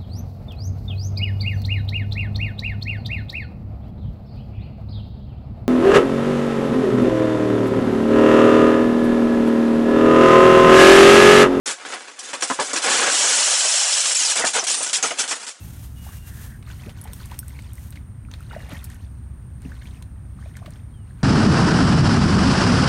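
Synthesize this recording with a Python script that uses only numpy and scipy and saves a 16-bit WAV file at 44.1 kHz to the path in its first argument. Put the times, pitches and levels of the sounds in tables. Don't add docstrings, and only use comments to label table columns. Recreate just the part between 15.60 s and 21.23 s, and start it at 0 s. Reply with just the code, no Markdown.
import sys
import numpy as np
from scipy import signal
from scipy.fft import rfft, irfft
from scipy.io import wavfile
from scipy.ndimage import uniform_filter1d

SR = 44100
rng = np.random.default_rng(int(sys.argv[2]) if len(sys.argv) > 2 else 0)


def store_wav(level_fs):
    pcm = np.round(np.clip(np.atleast_2d(level_fs), -1, 1) * 32767)
    wavfile.write(sys.argv[1], SR, pcm.T.astype(np.int16))


N = 248314
TIME = np.arange(N) / SR

# f/Hz, relative level/dB
WIND_SPECTRUM = [(15, -56), (28, -10.5), (44, -3.5), (70, 1), (105, 2.5), (140, -6), (175, -10), (250, -16),
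                 (330, -25), (450, -37.5), (800, -56)]
AIR_SPECTRUM = [(200, 8), (450, 3), (1100, 2), (1700, -1.5), (2800, -12.5), (4700, -26), (7000, -24),
                (11000, -35), (16000, -35)]
GRASS_SPECTRUM = [(300, 1), (700, 3), (1800, 1.5), (3500, 0.5), (4900, -2), (6400, 2), (7600, 0), (9300, 3),
                  (10400, -0.5), (11800, 3.5), (14000, 1), (16000, -2)]
WASH_SPECTRUM = [(250, 3.5), (550, 1), (1000, -23), (1800, 3.5), (2700, -9), (3900, -3.5), (5000, -7.5),
                 (7000, -7), (12000, -51), (16000, -39)]
MIST_SPECTRUM = [(1500, -19), (3500, 6), (6000, 18), (9000, -12), (12500, 5), (16000, -36)]
SLAP_SPECTRUM = [(300, -4.5), (700, -5), (1900, -3), (3800, -5), (5200, -13), (9000, -17), (16000, -21)]
# t/s, f/Hz, level/dB
DRONE_PATH = [(0, 66.39, -43), (2.9, 66.3, -44.5), (3.3, 65.5, -40.5), (4.6, 65.38, -39.5),
              (5.63, 66.04, -50.5)]
# t/s, length/s, starting f/Hz, fall/Hz, starting level/dB
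BIRD_WHISTLES = [(.005, 0.033, 2710, 90, -51.5), (.355, 0.29, 2910, 120.5, -55.5),
                 (.62, 0.074, 2840, 110, -53), (2.89, 0.223, 2890, 102, -54.5),
                 (5.335, 0.12, 3280, 570, -64.5)]
# t/s, hold/s, level/dB
BIRD_RASPS = [(.51, 0.027, -56), (.69, 0.17, -54), (.925, 0.027, -52.5)]
# t/s, hold/s, relative level/dB
GRASS_SWISHES = [(0.0, 0.26, -53.5), (.37, .03, -56.5), (.455, 0.013, -49.5), (.54, 0.026, -51.5),
                 (.68, 0.012, -51.5), (.76, 0.0079, -51.5), (.825, 0.02, -49.5), (1.09, 0.13, -61),
                 (1.55, 0.042, -54.5), (1.67, 0.22, -60.5), (1.99, .02, -65), (2.17, 0.11, -58)]
# t/s, large tag hit/dB, small tag hit/dB, ring hit/dB
TAG_CLINKS = [(1.4144, -43.5, -33.5, -48), (1.4393, -39, -47, -44), (1.4433, -44, -52, -49),
              (1.5334, -30.5, -42, -37), (1.7906, -23, -28, -25.5), (1.882, -39, -49, -45),
              (1.8956, -45, -62, -47), (2.134, -41.5, -56, -51), (2.155, -44, -60, -52),
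              (2.306, -42.5, -62, -44), (2.806, -52, -55, -53), (2.8274, -60, -53, -56),
              (2.994, -54, -58, -61), (3.093, -49, -47, -59)]
# f/Hz, relative level/dB, time to fade 60 dB/s
TAG_TONES = [
    [(5530, -22, .085), (6400, -15, .012), (8420, -4, .035), (8600, -1, .012)],
    [(10165, -1, .05), (11500, -3, .005)],
    [(13790, -3, .045), (13900, -6, .05)],
]
# t/s, relative level/dB, f/Hz, decay/s
SPRAY_DROPS = [(1.657, -36, 9500, 0.0024), (2.022, -44, 8000, 0.00087), (2.7143, -43, 6160, 0.001),
               (2.7388, -42, 4400, .0012), (3.242, -32, 11650, 0.006), (3.3006, -39.5, 8400, .0017),
               (3.345, -42, 11000, 0.0028), (4.019, -46.5, 8980, 0.0026), (4.4242, -42, 8800, 0.0029),
               (4.968, -36, 8200, 0.0023), (5.106, -42.5, 9540, 0.0017), (5.1366, -47, 5300, 0.0032)]
# t/s, level/dB, decay/s
WATER_SLAPS = [(1.026, -43.5, .0043), (1.076, -50, 0.0039), (1.1, -49.5, 0.016), (1.293, -41, .011),
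               (1.474, -42.5, .009), (1.533, -38, .003), (1.713, -37.5, .0053), (1.742, -45.5, 0.0072),
               (1.99, -41, 0.0071), (2.324, -43.5, .0076), (2.356, -45, 0.013), (2.713, -43, .0047),
               (2.737, -40, 0.0076), (3.12, -45, .014), (4.27, -46, .0045), (4.424, -36, 0.0021),
               (4.967, -45, 0.0037), (5.059, -41, 0.0082)]
# t/s, level/dB, f/Hz
PAW_GULPS = [(1.263, -40, 344), (3.121, -34.5, 275), (4.05, -32, 257), (5.064, -45, 310)]
# multiple of its pitch, relative level/dB
GULP_TONES = [(.63, 1.5), (1, 2.5), (1.53, -10)]
# t/s, peak level/dB, f/Hz, pitch rise/(share per s)
BUBBLE_PLOPS = [(.465, -39, 715, 41), (0.489, -39, 1150, -7), (1.074, -42.5, 1070, 66),
                (1.101, -38, 1550, -1), (1.269, -41, 410, 19), (1.281, -39.5, 540, 11),
                (1.454, -36, 813, 4), (1.717, -33, 773, 65), (1.83, -38.5, 1520, 0), (1.99, -35.5, 2100, 0),
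                (2.181, -39.5, 2040, 0), (2.373, -35.5, 2170, -2), (2.65, -45, 2370, 9),
                (2.686, -43.5, 1270, 15), (2.738, -31, 3730, 4), (2.806, -39.5, 1350, 4),
                (2.911, -32, 1370, 9), (2.932, -34, 860, -3), (2.949, -33.5, 1720, 51),
                (2.963, -26, 587, 17), (3.004, -36, 1700, 56), (3.032, -41, 1780, 0), (3.088, -42, 680, 0),
                (3.118, -38, 600, 4), (3.126, -39, 1780, 8), (3.145, -38, 1920, 13), (3.192, -38, 3600, 0),
                (3.302, -39.5, 1760, 15), (4.052, -40, 2630, 3), (4.119, -34.5, 1450, 65),
                (4.221, -38, 1580, 40), (4.256, -39, 2230, 29), (4.271, -39, 3020, 69),
                (4.415, -47, 1005, 0), (4.788, -43.5, 1220, -2), (4.826, -42, 1660, 26),
                (4.859, -40, 620, 6), (4.954, -39, 2100, 0), (4.97, -37.5, 1600, 33),
                (5.018, -40.5, 700, -5), (5.026, -41.5, 940, 61), (5.046, -41, 646, 2),
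                (5.061, -41, 1120, 13), (5.078, -37.5, 630, -4), (5.508, -45.5, 1660, 14)]
# t/s, hold/s, bubbling level/dB, deep slosh level/dB
PAW_STROKES = [(1.089, 0.034, -48, -65), (1.218, 0.077, -50, -57.5), (1.379, 0.0088, -50, -67),
               (1.448, 0.06, -55, -54), (1.612, 0.025, -47.5, -66), (1.727, 0.0086, -49.5, -54),
               (1.895, 0.21, -55, -74), (2.356, 0.0086, -62, -77), (2.735, 0.013, -54.5, -75),
               (2.806, 0.11, -58, -82), (2.927, 0.036, -51.5, -48), (3.015, 0.045, -50.5, -51.5),
               (3.117, 0.046, -44.5, -47.5), (3.241, 0.0091, -50, -71), (3.315, 0.024, -52, -62.5),
               (3.421, 0.0075, -57.5, -82), (4.047, 0.13, -56, -61.5), (4.229, 0.055, -53.5, -78),
               (4.333, 0.04, -57.5, -73), (4.813, 0.088, -58, -63), (4.97, .02, -57, -57.5),
               (5.055, 0.12, -59, -64), (5.48, 0.022, -68, -82), (5.607, .03, -60, -58)]


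def amp(db):
    return 10 ** (np.asarray(db) / 20)


def unit(x):
    return x / np.sqrt(np.mean(x ** 2) + 1e-20)


def add(mix, s, sound):
    part = mix[max(round(s * SR), 0):][:len(sound)]
    part += sound[:len(part)]


def colour(x, spectrum):
    hz, db = np.transpose(spectrum)
    curve_db = np.interp(np.log(np.fft.rfftfreq(N, 1 / SR) + 1), np.log(hz), db)
    return unit(irfft(rfft(x) * amp(curve_db), N))


def band(centre_hz, width_hz):
    bell = np.exp(-.5 * ((np.fft.rfftfreq(N, 1 / SR) - centre_hz) / width_hz) ** 2)
    return unit(irfft(rfft(rng.standard_normal(N)) * bell, N))


def wander(speed_hz):
    return band(0, speed_hz)


def crackle(per_s, spread_db):
    sizes = amp(spread_db * np.minimum(rng.exponential(1, N), 4))
    signs = rng.choice([-1, 1], N)
    return unit(sizes * signs * (rng.random(N) < per_s / SR))


def swells(rows, attack_s, release_s):
    power = np.zeros(N)
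    for s, hold, db in rows:
        early, late = np.maximum(s - TIME, 0), np.maximum(TIME - s - hold, 0)
        power += (amp(db) * np.exp(-(early / attack_s) ** 2 - late / release_s)) ** 2
    return np.sqrt(power)


def bubble(hz, swell_s, rise):
    t = np.arange(0, 9 * swell_s, 1 / SR)
    loudness = t / swell_s * np.exp(1 - t / swell_s)
    return loudness * np.sin(2 * np.pi * hz * (t + rise * t * t / 2))


def swarm(low_hz, high_hz, centre_hz, db_per_octave, per_s, spread_db, cycles):
    out = np.zeros(N)
    for hz in np.geomspace(low_hz, high_hz, num=36):
        swell_s = cycles * rng.uniform(0.7, 1.58) / hz
        rise = rng.uniform(0, 0.124) / swell_s * min(1, 3000 / hz)
        ringing = signal.oaconvolve(crackle(per_s, spread_db), bubble(hz, swell_s, rise))[:N]
        octaves_from_centre = abs(np.log2(hz / centre_hz))
        out += amp(db_per_octave * octaves_from_centre) * unit(ringing)
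    return unit(out)


def wind():
    s, hz, db = np.transpose(DRONE_PATH)
    pitch = np.interp(TIME, s, hz) + 1.293 * wander(2.44)
    drone = amp(np.interp(TIME, s, db)) * np.sqrt(2) * np.sin(2 * np.pi * np.cumsum(pitch) / SR)
    rumble = colour(rng.standard_normal(N), WIND_SPECTRUM)
    rumble /= np.sqrt(uniform_filter1d(rumble ** 2, size=6000))
    air = colour(rng.standard_normal(N), AIR_SPECTRUM)
    return amp(-37) * rumble + drone + amp(-58) * air


def insects():
    return amp(-64.5 + wander(27)) * band(centre_hz=8880, width_hz=426)


def birds():
    calls = swells(BIRD_RASPS, attack_s=0.039, release_s=0.021)
    out = calls * band(centre_hz=1690, width_hz=210) * amp(1.4 * wander(50))
    for s, length, hz, fall_hz, db in BIRD_WHISTLES:
        progress = np.arange(0, length, 1 / SR) / length
        n = len(progress)
        pitch = hz - fall_hz * progress + 22 * wander(74)[:n]
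        tone = np.sin(2 * np.pi * np.cumsum(pitch) / SR) * signal.windows.tukey(n, .15)
        level_db = db - 5.5 * progress + 2 * wander(18)[:n]
        add(out, s, amp(level_db) * tone)
    return out


def grass():
    scrape = crackle(per_s=7000, spread_db=2.9) + 0.72 * rng.standard_normal(N)
    uneven = amp(4.0 + 1.5 * wander(30))
    strokes = swells(GRASS_SWISHES, attack_s=0.032, release_s=0.068)
    return uneven * strokes * colour(scrape, GRASS_SPECTRUM)


def collar_tags():
    out, t = np.zeros(N), np.arange(0, .12, 1 / SR)
    click_band = signal.butter(2, [6500, 14000], "band", fs=SR, output="sos")
    for s, *hits_db in TAG_CLINKS:
        for hit_db, tones in zip(hits_db, TAG_TONES):
            for hz, db, fade_s in tones:
                fade = np.exp(-np.log(1000) * t / fade_s)
                add(out, s, amp(hit_db + db) * fade * np.sin(2 * np.pi * hz * t))
        burst = rng.standard_normal(len(t)) * np.exp(-t / 0.00012)
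        click = signal.sosfilt(click_band, burst) + 0.24 * burst
        add(out, s, amp(hits_db[0] + 14) * click)
    return out


def drops():
    out, t = np.zeros(N), np.arange(0, .03, 1 / SR)
    for s, db, hz, decay in SPRAY_DROPS:
        edges_hz = np.clip([hz / 1.7, hz * 1.32], 500, 18000)
        tick_band = signal.butter(2, edges_hz, "band", fs=SR, output="sos")
        tick = signal.sosfilt(tick_band, rng.standard_normal(len(t))) * np.exp(-t / decay)
        ping = 0.57 * np.sin(2 * np.pi * hz * t) * np.exp(-t / 0.0023)
        sound = tick + ping
        add(out, s, amp(db + 5.5) * sound / abs(sound).max())
    return out


def slaps():
    loudness, t = np.zeros(N), np.arange(0, .1, 1 / SR)
    onset = 1 - np.exp(-t / 0.0004)
    for s, db, decay in WATER_SLAPS:
        add(loudness, s, amp(db) * onset * np.exp(-t / decay))
    return loudness * colour(rng.standard_normal(N), SLAP_SPECTRUM)


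def gulps(swell_cycles=1.26):
    out = np.zeros(N)
    for s, db, pitch in PAW_GULPS:
        for multiple, tone_db in GULP_TONES:
            hz = pitch * multiple
            add(out, s, amp(db + tone_db) * bubble(hz, swell_cycles / hz, rise=1.9))
    return out


def plops(swell_cycles=1.7):
    out = np.zeros(N)
    for s, db, hz, rise in BUBBLE_PLOPS:
        add(out, s, amp(db) * bubble(hz, swell_cycles / hz, rise))
    return out


def churn():
    bubbles = swarm(598.3, 4366, centre_hz=1920, db_per_octave=-4.5, per_s=24, spread_db=3.5, cycles=2.55)
    deep = swarm(387, 2220, centre_hz=855, db_per_octave=1, per_s=27, spread_db=1, cycles=1.75)
    wash = colour(crackle(per_s=3000, spread_db=5.1), WASH_SPECTRUM)
    fizz = swarm(4500, 14500, centre_hz=10000, db_per_octave=-1.5, per_s=50, spread_db=3, cycles=3)
    mist = colour(crackle(per_s=1500, spread_db=7.8), MIST_SPECTRUM)
    s, hold, stir_db, slosh_db = np.transpose(PAW_STROKES)
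    stir = swells(zip(s, hold, stir_db), attack_s=0.03, release_s=0.031)
    stir += amp(-71)
    slosh = swells(zip(s, hold, slosh_db), attack_s=0.03, release_s=0.031)
    spray = swells(zip(s, hold, stir_db - 13.5), attack_s=0.012, release_s=0.062)
    surface = amp(-3) * bubbles + amp(-7.5) * wash
    droplets = amp(4) * fizz + amp(-6.5) * mist
    return stir * surface + slosh * deep + spray * droplets


def outdoors(x):
    t = np.arange(0, .2, 1 / SR)
    tail = rng.standard_normal(len(t)) * np.exp(-t / .016) * (t > .003)
    return x + amp(-12) * signal.fftconvolve(x, tail / np.linalg.norm(tail))[:N]


def scene():
    field = wind() + insects() + birds()
    puppy = grass() + collar_tags()
    water = churn() + plops() + gulps() + slaps() + drops()
    return (field + puppy + outdoors(water))[None]


def record(dry):
    bass_cut = signal.butter(6, 34, "high", fs=SR, output="sos")
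    treble_cut = signal.firwin(511, 15900, window=("kaiser", 9), fs=SR)
    return signal.oaconvolve(signal.sosfilt(bass_cut, dry), treble_cut[None], "same")


dry = scene()
out = record(dry)
store_wav(out)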